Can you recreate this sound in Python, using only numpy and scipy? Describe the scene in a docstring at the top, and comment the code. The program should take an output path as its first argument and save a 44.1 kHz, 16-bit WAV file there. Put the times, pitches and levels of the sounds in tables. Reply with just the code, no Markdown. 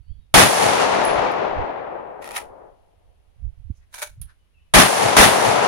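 """Three pistol shots crack close by, overload a phone and roll back from a forest, ever duller, over a grass range.
Each blast is scattered noise, its echo noise losing treble with time, its booms short low pressure swings.
A spent case pings on the ground as decaying sines; a pistol scrapes into and out of a stiff holster as noise
ringing resonances; cloth and loose parts are bands of noise. Wind rumbles separately on two unlike microphones,
a bird whistles far off in gliding sines, and faint coloured noise is the air of the range."""
import sys
import numpy as np
from scipy import signal
from scipy.fft import rfft, irfft, next_fast_len
from scipy.io import wavfile

SR = 44100
rng = np.random.default_rng(int(sys.argv[2]) if len(sys.argv) > 2 else 0)


def master_out(mix):
    """Clip the mix to full scale and print it as 16-bit PCM to the path in sys.argv[1]."""
    frames = np.transpose(np.atleast_2d(mix))
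    ceiling = np.clip(frames, -1, 1)
    pcm = np.round(ceiling * 32767).astype(np.int16)
    wavfile.write(sys.argv[1], SR, pcm)


N = 250047  # samples
T = np.arange(N) / SR  # seconds


def undb(db):
    """Logarithmic level: 20 dB is a tenfold amplitude."""
    return 10 ** (np.asarray(db) / 20)


def unit(x):
    """Normalisation: scale to an rms of 1 over all channels together."""
    return x / np.sqrt(np.mean(x ** 2))


def filtered(x, response):
    """Linear filtering: multiply the spectrum by a response given as a function of frequency."""
    size = next_fast_len(N + SR // 8, True)
    hz = np.arange(size // 2 + 1) * SR / size
    return irfft(rfft(x, size) * response(hz), size)[..., :N]


def colour(x, points):
    """Spectral shaping: a gain drawn through (Hz, dB) points on a logarithmic frequency axis."""
    hz, db = np.transpose(points)
    return filtered(x, lambda f: undb(np.interp(np.log(f + 1), np.log(hz), db)))


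def delayed(x, s):
    """Travel time: every channel given arrives s seconds later."""
    samples = int(np.clip(round(s * SR), 0, N - 1))
    return np.pad(x, ((0, 0), (samples, 0)))[:, :N]


def noise():
    """Incoherence: white noise, unrelated left and right."""
    return rng.standard_normal((2, N))


def walk(rate):
    """Random modulation: straight lines between normal random values, rate of them a second."""
    return np.interp(T * rate, np.arange(N // 8), rng.standard_normal(N // 8))


def burst(s, decay_s):
    """Impulsive excitation: a sudden start and an exponential fall."""
    return (T >= s) * np.exp(-np.clip((T - s) / decay_s, 0, 50))


def swell(s, hz, length_s):
    """Wave packet: a sine pressure swing under a bell-shaped envelope centred on s."""
    bell = np.exp(-np.minimum(((T - s) / length_s) ** 2 / 2, 50))
    return bell * np.sin(2 * np.pi * hz * (s - T))


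def envelope(start_s, hold_s, rise_db_per_s, fall_db_per_s):
    """Exponential growth and decay: a gain that rises to 1 at the start, holds and falls."""
    rise_db = -rise_db_per_s * np.maximum(start_s - T, 0)
    fall_db = -fall_db_per_s * np.maximum(T - start_s - hold_s, 0)
    return undb(rise_db + fall_db) + 1e-12


def surroundings(x, wet_db, t60):
    """Diffuse reverberation: sound scatters from the ground and nearby things in a decaying noise tail."""
    tail = noise() * burst(0, t60 / np.log(1000))
    tail /= np.sqrt(np.sum(tail ** 2, axis=1, keepdims=True))
    return x + undb(wet_db) * signal.fftconvolve(x, tail, axes=1)[:, :N]


AIR_DB = -71
# Spectrum of the still air. Each row: frequency in Hz, relative level in dB per Hz.
AIR = [(20, -3), (100, 3), (250, -5.5), (550, -9), (1500, -14.5), (3000, -13), (7000, -26), (16000, -27.5)]


def still_air():
    """Ambient noise: a steady coloured hiss whose level wanders slowly."""
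    return unit(colour(noise(), AIR)) * undb(AIR_DB + walk(1.6))


# Spectrum of turbulence at the ports. Each row: frequency in Hz, relative level in dB per Hz.
WIND_COLOUR = [(15, -4.5), (45, -0.5), (85, -4), (140, -17), (250, -37), (600, -65.5), (2000, -100)]
# Light breeze, before flutter: relative level at the left port in dB, at the right port in dB.
BREEZE_DB = (-60, -57)
# Gusts. Each row: peak time in seconds, time to swell or fade by GUST_RANGE_DB in seconds,
# relative level at the left port in dB, at the right port in dB.
GUSTS = [(0.0, .04, -64, -33), (.11, .06, -62, -31.5), (.19, .1, -60, -37), (1.15, 0.2, -51, -35.5),
         (1.58, .11, -48.5, -27), (2.44, .25, -48, -46), (3.09, .1, -66, -47), (3.32, .08, -61, -44),
         (3.455, .085, -62, -26), (3.65, 0.09, -54.5, -30.5), (3.8, .12, -52, -48), (4.2, .14, -38, -35)]
GUST_RANGE_DB = 20
# Single buffets. Each row: centre time in seconds, frequency in Hz, level averaged over the ports in dB,
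# length in seconds, left minus right level in dB.
BUFFETS = [(1.585, 75, -31, .016, -20), (3.435, 52, -32, .013, -16), (3.47, 100, -38, .012, -16),
           (3.7025, 180, -28, .002, -8), (3.7095, 75, -22.5, .006, -12), (4.183, 105, -36, .005, -6),
           (4.211, 90, -31, .004, -6)]


def wind():
    """Turbulent pressure: eddies rumble on each port separately, in a breeze, gusts and sharp buffets."""
    strength = undb(BREEZE_DB)[:, None]
    for s, length, left_db, right_db in GUSTS:
        slope = GUST_RANGE_DB / length
        gust = undb([[left_db], [right_db]]) * envelope(s, 0, slope, slope)
        strength = np.maximum(strength, gust)
    flutter = undb(2.4 * walk(25))
    out = unit(colour(noise(), WIND_COLOUR)) * strength * flutter
    for s, hz, db, length, pan_db in BUFFETS:
        port_db = db + np.array([[.5], [-.5]]) * pan_db
        out = out + undb(port_db) * swell(s, hz, length)
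    return out


# Bird notes. Each row: start in seconds, length in seconds, start frequency in Hz, end frequency in Hz,
# peak level of the direct sound in dB.
BIRD = [(0.013, 0.15, 4540, 4430, -76), (0.061, 0.092, 2900, 3550, -74), (0.172, .1, 3860, 3686, -78),
        (4.379, 0.079, 3070, 2840, -79), (4.533, 0.067, 2840, 2420, -67.5), (4.583, 0.063, 3026, 2900, -75)]


def bird():
    """Frequency modulation: faint whistles glide and waver, then reverberate among the trees."""
    out = 0
    for s, length, start_hz, end_hz, db in BIRD:
        progress = np.clip((T - s) / length, 0, 1)
        glide_hz = start_hz + (end_hz - start_hz) * progress
        hz = glide_hz * (1 + .02 * walk(110))
        phase = 2 * np.pi * np.cumsum(hz) / SR
        out = out + undb(db) * np.sin(np.pi * progress) * np.sin(phase)
    return surroundings(np.array([out, out]), wet_db=1.5, t60=.5)


def scatter(grain_db, alike_hz):
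    """Diffuse scattering: reflections of uneven strength; long waves reach both ports more alike."""
    common = rng.standard_normal(N)
    share = lambda f: .85 / (1 + (f / alike_hz) ** 2)
    alike = filtered(common, lambda f: np.sqrt(share(f)))
    unlike = filtered(noise(), lambda f: np.sqrt(1 - share(f)))
    return unit((alike + unlike) * undb(grain_db * walk(400)))


def absorb(x, db_per_s, power, thicken):
    """Absorption along the path: air and ever denser leaves take treble, bass slips between the trunks."""
    f, t, spectrum = signal.stft(x, SR, nperseg=512)
    khz = f[:, None] / 1000
    treble_loss = db_per_s * khz ** power * t * (1 + thicken * t)  # db_per_s holds at 1 kHz, early on
    bass_loss = 7 * t / (1 + (khz / .26) ** 4)
    return signal.istft(spectrum * undb(-treble_loss - bass_loss), SR, nperseg=512)[1][:, :N]


# Shots. Each row: start in seconds, then relative level of the blast in dB, of the echo in dB, of the booms in dB.
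SHOTS = [(0.3405, 0, 0.5, -1.5), (4.7381, -0.5, -0.5, 2.5), (5.1666, 0, -2, 2)]
# Spectrum of the blast. Each row: frequency in Hz, relative level in dB per Hz.
BLAST = [(20, -20.5), (50, -6), (130, 0.5), (300, -0.5), (800, 1), (1300, -2.5), (2000, -3), (3500, -6.5),
         (7000, -14.5), (11000, -17.5), (16000, -21.5)]
# Spectrum of the forest's return before absorption. Each row: frequency in Hz, relative level in dB per Hz.
ECHO = [(20, -31), (60, -18), (125, -9), (260, -8.5), (450, -1), (750, 0), (1000, -3.5), (1500, -9),
        (2300, -10), (3500, -12.5), (6500, -13), (10000, -14), (16000, -19.5)]
# Booms thrown back by the bank and the edge of the wood. Each row: centre in seconds after the shot,
# frequency in Hz, relative level in dB, length in seconds.
BOOMS = [(0.035, 44.97, -19.5, .013), (.036, 200.9, -17, .005), (0.319, 120.3, -23.5, .009)]
# blast scattered by ground, shooter and target frames: it holds briefly, then dies fast
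NEAR_DB, NEAR_HOLD_S, NEAR_FALL_DB_PER_S = -7, 0.065, 189.5
# the forest's return builds up, holds while the front crosses the trees, then fades with distance
ROLL_DB, ROLL_RISE_S, ROLL_RISE_DB_PER_S, ROLL_HOLD_S, ROLL_FALL_DB_PER_S = -15, 0.3, 30, 0.56, 14
# late on, the roll drops away over a short ramp (start in seconds after the shot)
ROLL_END_S, ROLL_DROP_S, ROLL_DROP_DB = 2.33, .11, 14


def gunfire():
    """Impulse and echo: every shot wakes the same reflectors, giving near blast, booms and forest roll."""
    ground = scatter(grain_db=1.5, alike_hz=584)
    trees = unit(colour(scatter(grain_db=1, alike_hz=450), ECHO))
    near = undb(NEAR_DB) * envelope(0, NEAR_HOLD_S, 0, NEAR_FALL_DB_PER_S)
    forest = envelope(ROLL_RISE_S, ROLL_HOLD_S, ROLL_RISE_DB_PER_S, ROLL_FALL_DB_PER_S)
    drop_db = ROLL_DROP_DB * np.clip((T - ROLL_END_S) / ROLL_DROP_S, 0, 1)
    dulled = absorb(trees, db_per_s=3.0, power=1.09, thicken=0.33)
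    roll = dulled * forest * undb(ROLL_DB - drop_db + .8 * walk(25))
    booms = sum(undb(db) * swell(s, hz, length) for s, hz, db, length in BOOMS)
    out = 0
    for s, blast_db, echo_db, boom_db in SHOTS:
        # the muzzle gas churns differently each time
        blast = unit(colour(ground + 0.82 * noise(), BLAST)) * near * undb(0.86 * walk(120))
        shot = undb(blast_db) * blast + undb(echo_db) * roll + undb(boom_db) * booms
        out = out + delayed(shot, s)
    # the left channel trails the right by about a millisecond
    return np.vstack([delayed(out[:1], .0011), out[1:]])


# Small metal contacts, the landing case and a snap of the pistol. Each row: start in seconds,
# relative level of the click in dB, relative level of the ring in dB.
TICKS = [(1.039, -40, -60), (1.05, -37, -38), (1.317, -49, -78), (4.215, -39.5, -75), (4.217, -35, -79.5)]
# Modes of the brass case. 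Each row: frequency in Hz, relative level in dB, time to decay by 60 dB in seconds.
BRASS = [(10060, -5, 0.2), (10094, 1, 0.3), (10830, -15, 0.19)]


def metal():
    """Impact and modal ringing: a bright click and brief chatter at each contact, and thin ringing brass."""
    click_colour = [(500, -18), (3000, -13), (7500, -17.5), (9500, 7.0), (11500, 4.0), (16000, -3.5)]  # Hz, dB
    click = unit(colour(noise(), click_colour))
    out = 0
    for s, click_db, ring_db in TICKS:
        ring = 0
        for hz, db, t60 in BRASS:
            ring = ring + undb(db) * burst(s, t60 / np.log(1000)) * np.sin(2 * np.pi * hz * (T - s))
        contact = burst(s, 0.0017) + 0.233 * burst(s, .016)  # click, then chatter
        out = out + undb(click_db) * click * contact + undb(ring_db) * ring
    return out


def shell(x, modes, bare_db):
    """Resonance: contact noise rings the holster and partly radiates directly; so small a shell gives no bass."""
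    ring = lambda f: sum(undb(db) * 1j * f * w / (hz ** 2 - f ** 2 + 1j * f * w) for hz, w, db in modes)
    sound = filtered(x, lambda f: ring(f) + undb(bare_db))
    return signal.sosfilt(signal.butter(4, 400, "high", fs=SR, output="sos"), sound)


# Pistol sliding in the holster, going in and coming out. Each row: start in seconds, time at the catch
# in seconds, relative level of the sliding in dB, relative level at the catch in dB.
STROKES = [(2.226, 2.366, -50.5, -30.5), (3.945, 4.03, -42, -30.5)]
# Holster resonances, one list going in and one coming out. Each row: frequency in Hz, width in Hz,
# relative level in dB.
HOLSTER = [
    [(829, 31, 18), (937, 73, 13), (1300, 190, 11.5), (1900, 190, 11.5), (2350, 290, 5.5), (3465, 380, -17),
     (9850, 830, -26)],
    [(620, 45, -2), (904, 110, 0), (1510, 294, 4), (2287, 82, 6.5), (3730, 580, -4.5), (6100, 900, -8.5),
     (9100, 1400, -45)],
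]
# Catches and knocks of pistol on holster. Each row: start in seconds, relative level in dB.
CLICKS = [(2.243, -39), (2.276, -38), (2.29, -40), (2.309, -32), (2.317, -38), (2.3631, -26), (2.367, -24),
          (2.378, -26.5), (3.941, -33), (3.946, -31.5), (4.019, -26), (4.0253, -24.5), (4.03, -28),
          (4.038, -33)]
# Hollow pops as the pistol breaks loose and leaves the holster. Each row: start in seconds, frequency in Hz,
# relative level in dB, decay time in seconds.
POPS = [(3.941, 1000, -33, .005), (4.02, 600, -31, .017)]
# friction sets in quickly, peaks as the pistol forces the catch, and lets go
GRIP_DB_PER_S, CATCH_DB_PER_S, RELEASE_DB_PER_S = 1100, 650, 400


def holster():
    """Stick-slip friction: the pistol slides in tiny slips and knocks past the catch; the emptied shell pops."""
    slips = unit(noise() * undb(2.6 * walk(760) + 2.4 * walk(80)))
    out = 0
    for (start, catch, slide_db, catch_db), modes in zip(STROKES, HOLSTER):
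        slide = undb(slide_db) * envelope(start, catch - start, GRIP_DB_PER_S, RELEASE_DB_PER_S)
        force = undb(catch_db) * envelope(catch, 0, CATCH_DB_PER_S, RELEASE_DB_PER_S)
        knocks = sum(undb(db) * burst(s, 0.0022) for s, db in CLICKS if abs(s - catch) < .5)
        contact = slips * np.maximum(slide, force) + noise() * knocks
        out = out + shell(contact, modes, bare_db=-7.5)
    pops = 0
    for s, hz, db, decay in POPS:
        pulse = burst(s, decay) - burst(s, 0.0028)  # the difference softens the onset
        pops = pops + undb(db) * pulse * np.sin(2 * np.pi * hz * (T - s))
    return undb(4.2) * out + pops


# Swishes of the shirt as the arm reaches and comes up. Each row: peak time in seconds, level in dB,
# centre frequency in Hz.
SWISHES = [(3.775, -69, 6200), (3.83, -69, 1900), (4.302, -58, 1550)]
SWISH_DB_PER_S = 420


def sleeve():
    """Friction noise: cloth brushing cloth gives a soft, narrow hiss that swells and fades."""
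    out = 0
    for s, db, hz in SWISHES:
        band = [(.26 * hz, -35), (.58 * hz, -13), (hz, 1), (1.4 * hz, -14), (2.6 * hz, -15), (7.7 * hz, -37)]
        hiss = unit(colour(noise(), band))
        out = out + undb(db) * hiss * envelope(s, 0, SWISH_DB_PER_S, SWISH_DB_PER_S)
    return out


# The pistol rattles as the hands close on it: start in seconds, relative level in dB, decay time in seconds.
RATTLE = (4.2165, -54, .018)
# Spectrum of the rattle. Each row: frequency in Hz, relative level in dB per Hz.
RATTLE_COLOUR = [(400, -22), (1500, -10), (2400, -9), (3200, 0), (5000, -8), (12000, -20)]


def rattle():
    """Random impacts: loose parts of the pistol give a short mid-pitched clatter of uneven noise."""
    s, db, decay = RATTLE
    clatter = unit(colour(noise(), RATTLE_COLOUR))
    return undb(db) * clatter * burst(s, decay) * undb(3 * walk(300))


def scene():
    """Superposition: shots add to the small sounds of handling, wind, a bird and still air."""
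    handling = surroundings(holster() + metal() + rattle() + sleeve(), wet_db=-16.0, t60=0.25)
    return gunfire() + handling + wind() + bird() + still_air()


# Microphone colour. Each row: frequency in Hz, gain of the left port in dB, gain of the right port in dB.
PORTS = [(50, -2.5, 1), (149.8, 2.5, -1.5), (500, 4.5, -2), (1298, 4.5, 0.5), (2350, 4.5, -2),
         (4400, 0.5, 1.5), (6500, -6.5, 6), (7980, -22, 3.5), (10006, -18.5, 13), (12000, -17, 4.5),
         (16000, -21, -3)]
TOP_HZ = 15900  # upper band limit


def record(dry):
    """Saturation: the ports, left dull and right bright, colour the sound; blasts flatten against full scale."""
    ports = np.array(PORTS)
    left = colour(dry[0], ports[:, [0, 1]])
    right = colour(dry[1], ports[:, [0, 2]])
    x = np.array([left, right])
    x = x / (1 + x ** 4) ** .25  # smooth overload
    x = signal.sosfilt(signal.ellip(8, .2, 70, TOP_HZ, fs=SR, output="sos"), x)
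    return np.clip(x, -1, 1)


dry = scene()
out = record(dry)
master_out(out)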